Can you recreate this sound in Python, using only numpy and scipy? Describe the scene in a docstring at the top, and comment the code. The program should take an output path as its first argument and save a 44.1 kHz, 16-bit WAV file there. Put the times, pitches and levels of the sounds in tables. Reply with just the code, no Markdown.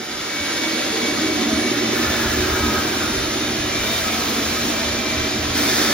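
"""A motor whines over a rush of air, with a hollow roar, hoots, slurps, spray and thumps of water.
A wet and dry vacuum runs in a small bathroom, its hose held in a toilet bowl; the motor speeds up
as water chokes the intake. Whines, hum and whistle are wavering sines; air and water are patchy
noise shaped by colours and resonances; drops are random clicks. Tables time the events."""
import sys
import numpy as np
from scipy import signal
from scipy.fft import rfft, irfft
from scipy.io import wavfile
from scipy.ndimage import uniform_filter1d, map_coordinates

SR = 44100
rng = np.random.default_rng(int(sys.argv[2]) if len(sys.argv) > 2 else 0)


def pcm_store(signal):
    """Save signal as 16-bit PCM."""
    levels = np.round(np.clip(np.atleast_2d(signal), -1, 1) * 32767)
    wavfile.write(sys.argv[1], SR, levels.astype(np.int16).T)


N = 261513
TIME = np.arange(N) / SR

# stereo image, left and right by frequency: f/Hz, likeness/0-1, left lead/rad, left minus right/dB
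STEREO = [(100, 1, 0, -.3), (350, .96, -.1, -2.7), (650, .6, .1, -3.5), (1000, .35, -.4, -.3),
          (1800, .87, .1, .3), (2800, .3, 1, -1), (4000, .57, .7, -1.9), (5000, .44, 1.6, -1.2),
          (6900, .7, 2.1, .3), (8000, 1, np.pi, 0), (12000, 1, np.pi, 0), (13700, .45, 4.4, 0),
          (15300, .73, 6, 0)]
# motor shaft speed, rising while water chokes the intake: t/s, turns per second/Hz
SPEED = [(0, 322), (2.05, 323.2), (2.4, 324.6), (3.15, 336.3), (3.6, 337.6), (4.0, 333.4), (4.35, 332.3),
         (4.85, 334.7), (5.15, 334.4), (5.65, 331), (5.93, 331)]
# colour of spray: f/Hz, gain/dB
SPRAY_COLOUR = [(500, -14), (1500, -4), (4000, -2), (6000, 0), (8000, 1), (10000, 2.5), (12000, 0),
                (13700, .5), (15800, -6)]


def gain_of(db):
    """Decibels to amplitude."""
    return 10 ** (np.asarray(db) / 20)


def evened(x):
    """Scales to rms 1."""
    return x / np.sqrt(np.mean(x ** 2) + 1e-20)


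def steadied(x, size):
    """Divides out the running rms over size samples: slow surges go, quick flutter stays."""
    return x / np.sqrt(uniform_filter1d((x ** 2).mean(0), size=size) + 1e-9)


def curves(rows):
    """Every column of a time table, sample by sample."""
    s, *columns = np.transpose(rows)
    return [np.interp(TIME, s, column) for column in columns]


def read(points, hz):
    """Every column of a frequency table, on a log axis."""
    f, *columns = np.transpose(points)
    return [np.interp(np.log(hz + 1), np.log(f + 1), column) for column in columns]


def wander(rate_hz):
    """Smooth random motion of rms 1, from two random knots per cycle of rate_hz."""
    knots = rng.standard_normal(1024)
    s = TIME[::64]
    motion = map_coordinates(knots, [s * rate_hz * 2], order=3, mode="wrap")
    return np.interp(TIME, s, evened(motion))


def swell(start_s, rise_s, length_s, release_s, slope_db=0):
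    """Envelope of one event: rise, hold sloping by slope_db per second, exponential release."""
    age = TIME - start_s
    hold = gain_of(slope_db * np.clip(age, 0, length_s))
    return np.clip(age / rise_s, 0, 1) * hold * np.exp(-np.maximum(age - length_s, 0) / release_s)


def fade_in_db():
    """The sound fades in over the first half second."""
    start_db, fade_s = -7, 0.54
    return start_db * np.maximum(1 - TIME / fade_s, 0)


def filled():
    """How wet the hose is, 0 to 1."""
    fill_start_s, fill_end_s = 0.37, 2.3
    return np.interp(TIME, (fill_start_s, fill_end_s), [0, 1])


def bins(size):
    """Frequencies of a short-time spectrum."""
    return np.fft.rfftfreq(size, 1 / SR)


def ringing(modes, hz):
    """Gain of a set of resonances, each at half amplitude one width off centre; powers add."""
    power = [gain_of(db) ** 2 / (1 + ((hz - f) / width) ** 2) ** 2 for f, width, db in modes]
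    return np.sqrt(sum(power))


def patches(shape, size, span_s, span_hz):
    """A smooth random field over time and frequency, rms 1."""
    field = rng.standard_normal((256, 1024))
    for axis, step in enumerate([size / 4 / SR / span_s, SR / size / span_hz]):
        knot, share = np.divmod(np.arange(shape[axis]) * step, 1)
        knot = knot.astype(int) % (len(field) - 1)
        field = field[knot].T * (1 - share) + field[knot + 1].T * share
    return evened(field)


def turbulence(gain, size, patchy_db, span_s, span_hz):
    """Patchy noise of the given colour in stereo, rms 1."""
    hop = size // 4
    shape = (N // hop + 5, size // 2 + 1)
    a, b, c, d = rng.standard_normal((4, *shape))
    same, lead, balance_db = read(STEREO, bins(size))
    same = np.clip(same, 0, 1)
    left = a + 1j * b
    right = (same * left + np.sqrt(1 - same ** 2) * (c + 1j * d)) * np.exp(-1j * lead)
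    z = np.array([left * gain_of(balance_db / 2), right * gain_of(-balance_db / 2)])
    z *= gain * gain_of(patchy_db * patches(shape, size, span_s, span_hz))
    _, noise = signal.istft(z, nperseg=size, noverlap=size - hop, time_axis=1, freq_axis=2)
    return evened(noise[:, :N])


def tone(hz, level_db, fade_db, fade_hz):
    """A line that reflections off the walls fade and shift, more so where the channels differ."""
    angle = 2 * np.pi * (np.cumsum(hz) / SR + rng.random())
    same, lead, _ = read(STEREO, hz.mean())
    apart = np.sqrt(1 - np.clip(same, 0, 1) ** 2)
    fading_db = level_db + fade_db * wander(fade_hz)
    channels = []
    for lag in (0, lead):
        reflections = 0.36 * apart * (wander(fade_hz) + 1j * wander(fade_hz))
        channels.append((1 + reflections) * np.exp(1j * (angle - lag)))
    return np.sqrt(2) * gain_of(fading_db) * np.real(channels)


def flares(rows, rise_s, release_s, size):
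    """Short surges, each a burst of noise in one resonance."""
    hz, out = bins(size), np.zeros((2, N + size))
    same, lead, _ = read(STEREO, hz)
    for s, length, centre_hz, width_hz, db in rows:
        left, other = rfft(rng.standard_normal((2, size)))
        right = (same * left + np.sqrt(1 - same ** 2) * other) * np.exp(-1j * lead)
        resonance = ringing([(centre_hz, width_hz, 0)], hz)
        burst = steadied(irfft([left, right] * resonance[None], size), size=1400)
        envelope = swell(0, rise_s, length, release_s)[:size]
        out[:, round(s * SR):][:, :size] += gain_of(db) * burst * envelope
    return out[:, :N]


def motor():
    """Seven impeller blades, eleven fan blades and the shaft follow one speed; the windings hum."""
    # impeller blade whine, swelling and fading: t/s, level before trim/dB
    blade_levels = [(0, -46), (.2, -45), (.37, -29), (.5, -35.5), (.66, -30), (.8, -36), (.93, -41),
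                    (1.08, -29.5), (1.2, -37), (1.3, -33.5), (1.52, -39), (1.67, -31), (1.82, -39),
                    (1.95, -36), (2.25, -44), (2.4, -36.5), (2.48, -44), (2.62, -33.5), (2.77, -44),
                    (2.87, -35.5), (3.0, -43), (3.2, -48), (3.67, -50), (3.73, -30.5), (3.86, -34),
                    (4.0, -33.5), (4.08, -40), (4.35, -42), (4.75, -36), (5.04, -31.5), (5.21, -33.5),
                    (5.28, -42), (5.38, -38.5), (5.49, -47), (5.65, -33.5), (5.85, -43)]
    # cooling fan whine: t/s, level before trim/dB
    fan_levels = [(0, -55), (.65, -42.5), (2.2, -47.5), (2.85, -53), (3.08, -38), (3.25, -44),
                  (3.45, -38.5), (3.75, -42), (3.92, -31.5), (4.1, -45), (4.6, -49), (5.2, -45), (5.6, -48),
                  (5.78, -35)]
    # thin top whine, fourth harmonic of the blades: t/s, level before trim/dB
    top_levels = [(0, -46), (.6, -36), (1.45, -40), (1.62, -32), (1.9, -51), (2.7, -53), (2.95, -35),
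                  (3.7, -40), (3.95, -44), (4.4, -36), (5.0, -44)]
    # shaft unbalance: t/s, order 1 level before trim/dB, order 2 level before trim/dB
    unbalance_levels = [(0, -52.5, -58), (.65, -32, -61), (2.5, -32, -54), (2.8, -42, -49), (3.5, -39, -46),
                        (3.9, -43, -41), (5.93, -47, -47)]
    # hum of the windings: t/s, level/dB
    hum_levels = [(0, -56.5), (1.4, -44.5), (2.3, -36.5), (3.3, -41.5), (3.8, -40), (4.9, -44), (5.5, -37),
                  (5.93, -40)]
    whine_trim_db, drone_trim_db, hum_hz = -0.24, -1.0, 120
    shaft = curves(SPEED)[0] * (1 + 0.0003 * wander(12))
    whine, drone = 0, 0
    for order, levels in zip((7, 11, 28), (blade_levels, fan_levels, top_levels)):
        whine = whine + tone(order * shaft, curves(levels)[0], fade_db=1.1, fade_hz=14)
    for order, db in zip((1, 2), curves(unbalance_levels)):
        drone = drone + tone(order * shaft, db, fade_db=1.8, fade_hz=6)
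    hum = tone(np.full(N, hum_hz), curves(hum_levels)[0], fade_db=2.0, fade_hz=7)
    return gain_of(whine_trim_db) * whine + gain_of(drone_trim_db) * drone + hum


def air():
    """Exhaust rush: coloured noise that thins as the choked motor races."""
    # colour of the rush: f/Hz, gain/dB
    rush_colour = [(30, -23.5), (110, -3.5), (160, 1), (260, 0.5), (450, 2), (700, -2.5), (900, -1),
                   (1400, 1), (2100, 2.06), (2800, 0.24), (3350, 0.5), (3620, 3.5), (3850, 1), (4300, 0.1),
                   (5700, -0.5), (7100, -3.5), (8200, -21.5), (10000, -2.5), (12000, -18), (15500, -32.5)]
    rush_db, choke_db_per_hz = -23.5, -0.0572  # at mean shaft speed; per Hz of shaft speed above it
    colour = gain_of(read(rush_colour, bins(size=4096))[0])
    rush = turbulence(colour, size=4096, patchy_db=2.5, span_s=0.95, span_hz=20)
    shaft = curves(SPEED)[0]
    choke_db = choke_db_per_hz * (shaft - shaft.mean())
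    return rush * gain_of(rush_db + choke_db + fade_in_db() + 0.52 * wander(18))


def drum_roar():
    """Air and water buffet the drum: a hollow roar that swells and dips, with quick flutter."""
    # drum resonances: f/Hz, half-width/Hz, peak/dB
    drum_modes = [(218.3, 17, -7), (234.6, 15.3, 2), (299.8, 16.7, 2.5), (315, 14, -8), (357, 12, -2),
                  (377, 11.4, 0.5), (398, 14, -9.5), (450, 23, -11.5)]
    # hollow roar: t/s, level before trim/dB
    roar_levels = [(0, -33), (.29, -37.5), (.4, -32.5), (.7, -30.5), (1.1, -26.5), (1.55, -20.5),
                   (1.7, -21.5), (1.95, -22.5), (2.03, -24), (2.09, -28), (2.16, -26), (2.4, -25),
                   (2.56, -27), (2.68, -24), (2.9, -26.5), (3.45, -26), (3.85, -28), (3.97, -31.5),
                   (4.1, -28), (4.6, -27), (5.5, -27), (5.78, -23.5)]
    trim_db = -1.25
    gain = ringing(drum_modes, bins(size=8192))
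    roar = turbulence(gain, size=8192, patchy_db=1, span_s=.25, span_hz=26)
    return steadied(roar, size=3200) * gain_of(curves(roar_levels)[0] + trim_db + 1.63 * wander(28))


def hose_howl():
    """Air howls through the resonances of the hose."""
    # hose resonances: f/Hz, half-width/Hz, peak/dB
    hose_modes = [(445, 10, -2.5), (497, 16, -5), (580.5, 12, -0.5), (632, 13, -0.5), (728.4, 10, -1.5),
                  (778, 12, -4), (854, 16, -13.5), (1002, 12, -10.5), (1057, 7.2, -7)]
    # howl: t/s, level/dB
    howl_levels = [(0, -42), (.6, -37), (1.25, -33.5), (1.55, -33), (1.8, -34), (2.05, -32.5), (2.5, -34),
                   (3.5, -36), (3.9, -35), (4.4, -33.5), (4.72, -34), (4.9, -33.5), (5.4, -34.5),
                   (5.8, -31.5)]
    gain = ringing(hose_modes, bins(size=8192))
    howl = turbulence(gain, size=8192, patchy_db=3.0, span_s=0.2, span_hz=39.14)
    return steadied(howl, size=6000) * gain_of(curves(howl_levels)[0])


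def hose_thumps():
    """Slugs of water thump along the hose over a low rumble that grows as the hose fills."""
    # low resonances: f/Hz, half-width/Hz, peak/dB
    slug_modes = [(51.7, 17, -7.5), (80.8, 9.8, 6)]
    # slugs: t/s, length/s, level/dB
    slug_rows = [(.37, 0.053, -38), (0.523, 0.054, -45), (1.29, 0.092, -42), (1.505, 0.056, -34),
                 (2.03, 0.08, -30), (2.228, 0.077, -29), (2.383, .04, -27), (2.478, 0.073, -27),
                 (2.59, 0.088, -26.5), (2.75, 0.043, -30), (2.97, 0.1, -40), (3.56, .12, -38),
                 (3.778, 0.033, -29.5), (4.44, 0.055, -33), (5.165, .06, -30.5), (5.342, 0.2, -33)]
    rise_s, release_s, dry_db, wet_db = 0.042, 0.023, -54.5, -40
    gain = ringing(slug_modes, bins(size=8192))
    thumps = turbulence(gain, size=8192, patchy_db=1.5, span_s=0.76, span_hz=30.3)
    rumble_level = gain_of(dry_db + (wet_db - dry_db) * filled() + 3.0 * wander(5))
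    slug_level = sum(gain_of(db) * swell(s, rise_s, length, release_s) for s, length, db in slug_rows)
    return steadied(thumps, size=2600) * np.hypot(rumble_level, slug_level)


def hose_whistle():
    """The ribbed hose sings in the draught: a sine of wavering pitch, faint between its bursts."""
    # bursts: t/s, length/s, level at start/dB
    whistle_rows = [(0, .3, -47), (2.005, 0.06, -34), (2.484, .315, -34), (3.01, 0.08, -36),
                    (4.02, 0.06, -35), (4.2, .05, -38), (4.553, 0.055, -35.5)]
    pipe_hz, drift_rms_hz = 1270, 9.88 * 0.788
    rise_s, release_s, growth_db_per_s, idle_wet_db = 0.02, .018, 14.5, -44
    whistle = tone(pipe_hz + drift_rms_hz * wander(40), 0, fade_db=2.0, fade_hz=35.23)
    singing = sum(gain_of(db) * swell(s, rise_s, length, release_s, growth_db_per_s)
                  for s, length, db in whistle_rows)
    return whistle * np.hypot(gain_of(idle_wet_db) * filled() ** 2, singing)


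def draw_levels():
    """Amplitudes of spray, slurp and gap as the nozzle bites into the water; powers add."""
    # draws: t/s, rise/s, length/s, release/s, then levels at start: spray/dB, slurp/dB, gap/dB
    draw_rows = [(1.713, 0.043, 0.063, .03, -45, -33, -44), (1.905, 0.068, 0.88, 0.48, -30, -30.5, -33.5),
                 (3.68, 0.19, 1.05, 0.17, -30, -34, -44), (5.54, 0.032, .39, .5, -27.5, -41, -39)]
    sag_db_per_s = -2
    draws = np.array([swell(*row[:4], sag_db_per_s) for row in draw_rows])
    return np.sqrt(gain_of([row[-3:] for row in draw_rows]).T ** 2 @ draws ** 2)


def droplets(per_s, spread_db):
    """Drops ticking on the hose wall, each a click of its own size in the colour of the spray."""
    hits = rng.random(N) < per_s / SR
    sizes = gain_of(spread_db * np.minimum(rng.exponential(1, N), 4))
    clicks = hits * rng.choice([-1, 1], N) * sizes
    hz = bins(size=N)
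    spectrum = rfft(clicks) * gain_of(read(SPRAY_COLOUR, hz)[0])
    _, lead, _ = read(STEREO, hz)
    return evened(irfft([spectrum, spectrum * np.exp(-1j * lead)], N))


def nozzle_spray():
    """Water torn off the surface: bright mist with drops in it; a trickle goes on between draws."""
    idle_db, drops_db = -37.5, -10  # drops relative to mist
    level = np.hypot(draw_levels()[0], gain_of(idle_db + fade_in_db()))
    colour = gain_of(read(SPRAY_COLOUR, bins(size=512))[0])
    mist = turbulence(colour, size=512, patchy_db=1.2, span_s=.03, span_hz=700)
    drops = droplets(per_s=860, spread_db=5.5)
    return (mist + gain_of(drops_db) * drops) * gain_of(.5 * wander(25)) * level


def nozzle_slurp():
    """Water bubbles into the nozzle: very patchy noise; a trickle goes on between draws."""
    # colour of the slurp: f/Hz, gain/dB
    slurp_colour = [(200, -36.5), (550, -12.5), (880, 0.5), (1130, -2.5), (1340, 6.5), (1550, -1.5),
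                    (1780, -2.5), (2000, -3), (4000, -15.5), (9000, -41)]
    idle_db = -40.5
    level = np.hypot(draw_levels()[1], gain_of(idle_db + fade_in_db()))
    colour = gain_of(read(slurp_colour, bins(size=1024))[0])
    slurp = turbulence(colour, size=1024, patchy_db=4.5, span_s=.025, span_hz=71.1)
    return slurp * level * gain_of(1.2 * wander(18))


def hoots():
    """Short hollow swells, each in one resonance of the drum or hose."""
    # hoots: t/s, length/s, f/Hz, half-width/Hz, level/dB
    hoot_rows = [(.46, .08, 295, 35, -39), (.74, 0.075, 510, 35, -33.5), (.91, 0.16, 456, 12, -31.5),
                 (1.04, 0.052, 597, 14, -36), (1.08, 0.28, 299, 28, -29), (1.48, .08, 640, 11, -30),
                 (1.6, 0.14, 473, 40, -38), (2.0, 0.12, 560, 100, -34), (2.3, 0.38, 373, 17, -29),
                 (2.6, 0.16, 300, 30, -28), (2.7, 0.07, 616, 35, -34), (2.9, .38, 364, 22, -36),
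                 (3.72, 0.35, 660, 25, -40), (4.35, 0.056, 280, 43, -28.5), (4.62, 0.05, 258, 31, -26.5),
                 (4.66, 0.14, 654, 25, -35), (5.58, .06, 300, 33, -28)]
    return flares(hoot_rows, rise_s=0.031, release_s=0.057, size=32768)


def nozzle_gap(size):
    """Air rings in the gap between nozzle and water; the pitch slides with the nozzle depth."""
    # gap resonance: t/s, f/Hz
    gap_pitch = [(2.0, 1770), (2.35, 1670), (2.5, 1620), (2.8, 1570), (5.7, 1720), (5.93, 1810)]
    half_width_hz, hop = 47, size // 4
    frame_s = np.arange(N // hop + 5) * hop / SR
    centre_hz = np.interp(frame_s, *np.transpose(gap_pitch))
    gain = ringing([(centre_hz[:, None], half_width_hz, 0)], bins(size))
    ring = turbulence(gain, size, patchy_db=3.5, span_s=.03, span_hz=60.4)
    return steadied(ring, size=3000) * draw_levels()[2]


def gurgles():
    """Water gurgles at the mouth of the nozzle in short resonant bursts."""
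    # gurgles: t/s, length/s, f/Hz, half-width/Hz, level/dB
    gurgle_rows = [(1.73, .07, 1550, 250, -36), (2.035, .04, 1740, 50, -31), (2.13, 0.054, 1400, 130, -36),
                   (2.23, .035, 1450, 200, -32), (2.3, .045, 1730, 80, -39), (2.37, 0.044, 1380, 100, -41),
                   (2.47, .32, 880, 180, -34.5), (2.5, 0.035, 1400, 151, -32.5), (2.7, .09, 1490, 160, -33),
                   (3.0, 0.078, 1500, 250, -32), (4.09, .05, 2280, 150, -30.5),
                   (5.64, 0.04, 2180, 160, -30), (5.7, 0.022, 1720, 60, -37), (5.76, .025, 1350, 150, -31),
                   (5.865, .02, 1300, 110, -32), (5.88, .05, 1770, 40, -29)]
    return flares(gurgle_rows, rise_s=.012, release_s=0.02, size=32768)


def nozzle_gulp():
    """The nozzle lifts to the surface and air tears in: one growing burst of noise."""
    # colour of the gulp: f/Hz, gain/dB
    gulp_colour = [(300, -25), (600, -7), (1000, -2.5), (1600, 1.5), (2100, -0.5), (2300, -3), (2800, -9),
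                   (3650, 1.5), (3900, -3), (4400, -0.5), (5500, 1.5), (7200, -6.5), (9500, -5),
                   (15000, -15.5)]
    start_db = -24.5
    colour = gain_of(read(gulp_colour, bins(size=1024))[0])
    gulp = turbulence(colour, size=1024, patchy_db=2, span_s=.03, span_hz=150)
    envelope = swell(start_s=5.53, rise_s=0.03, length_s=0.29, release_s=0.44, slope_db=14.5)
    return gulp * gain_of(start_db) * envelope


def scene():
    """Machine, hose and nozzle together."""
    machine = motor() + air() + drum_roar()
    hose = hose_howl() + hose_thumps() + hose_whistle()
    nozzle = nozzle_spray() + nozzle_slurp() + nozzle_gap(size=2048) + gurgles() + nozzle_gulp()
    return machine + hose + hoots() + nozzle


def record(dry):
    """Limits the band with a steep linear-phase low-pass."""
    edge_hz = 15850
    low_pass = signal.firwin(511, edge_hz, window=("kaiser", 9), fs=SR)
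    return signal.oaconvolve(dry, low_pass[None], "same")


dry = scene()
out = record(dry)
pcm_store(out)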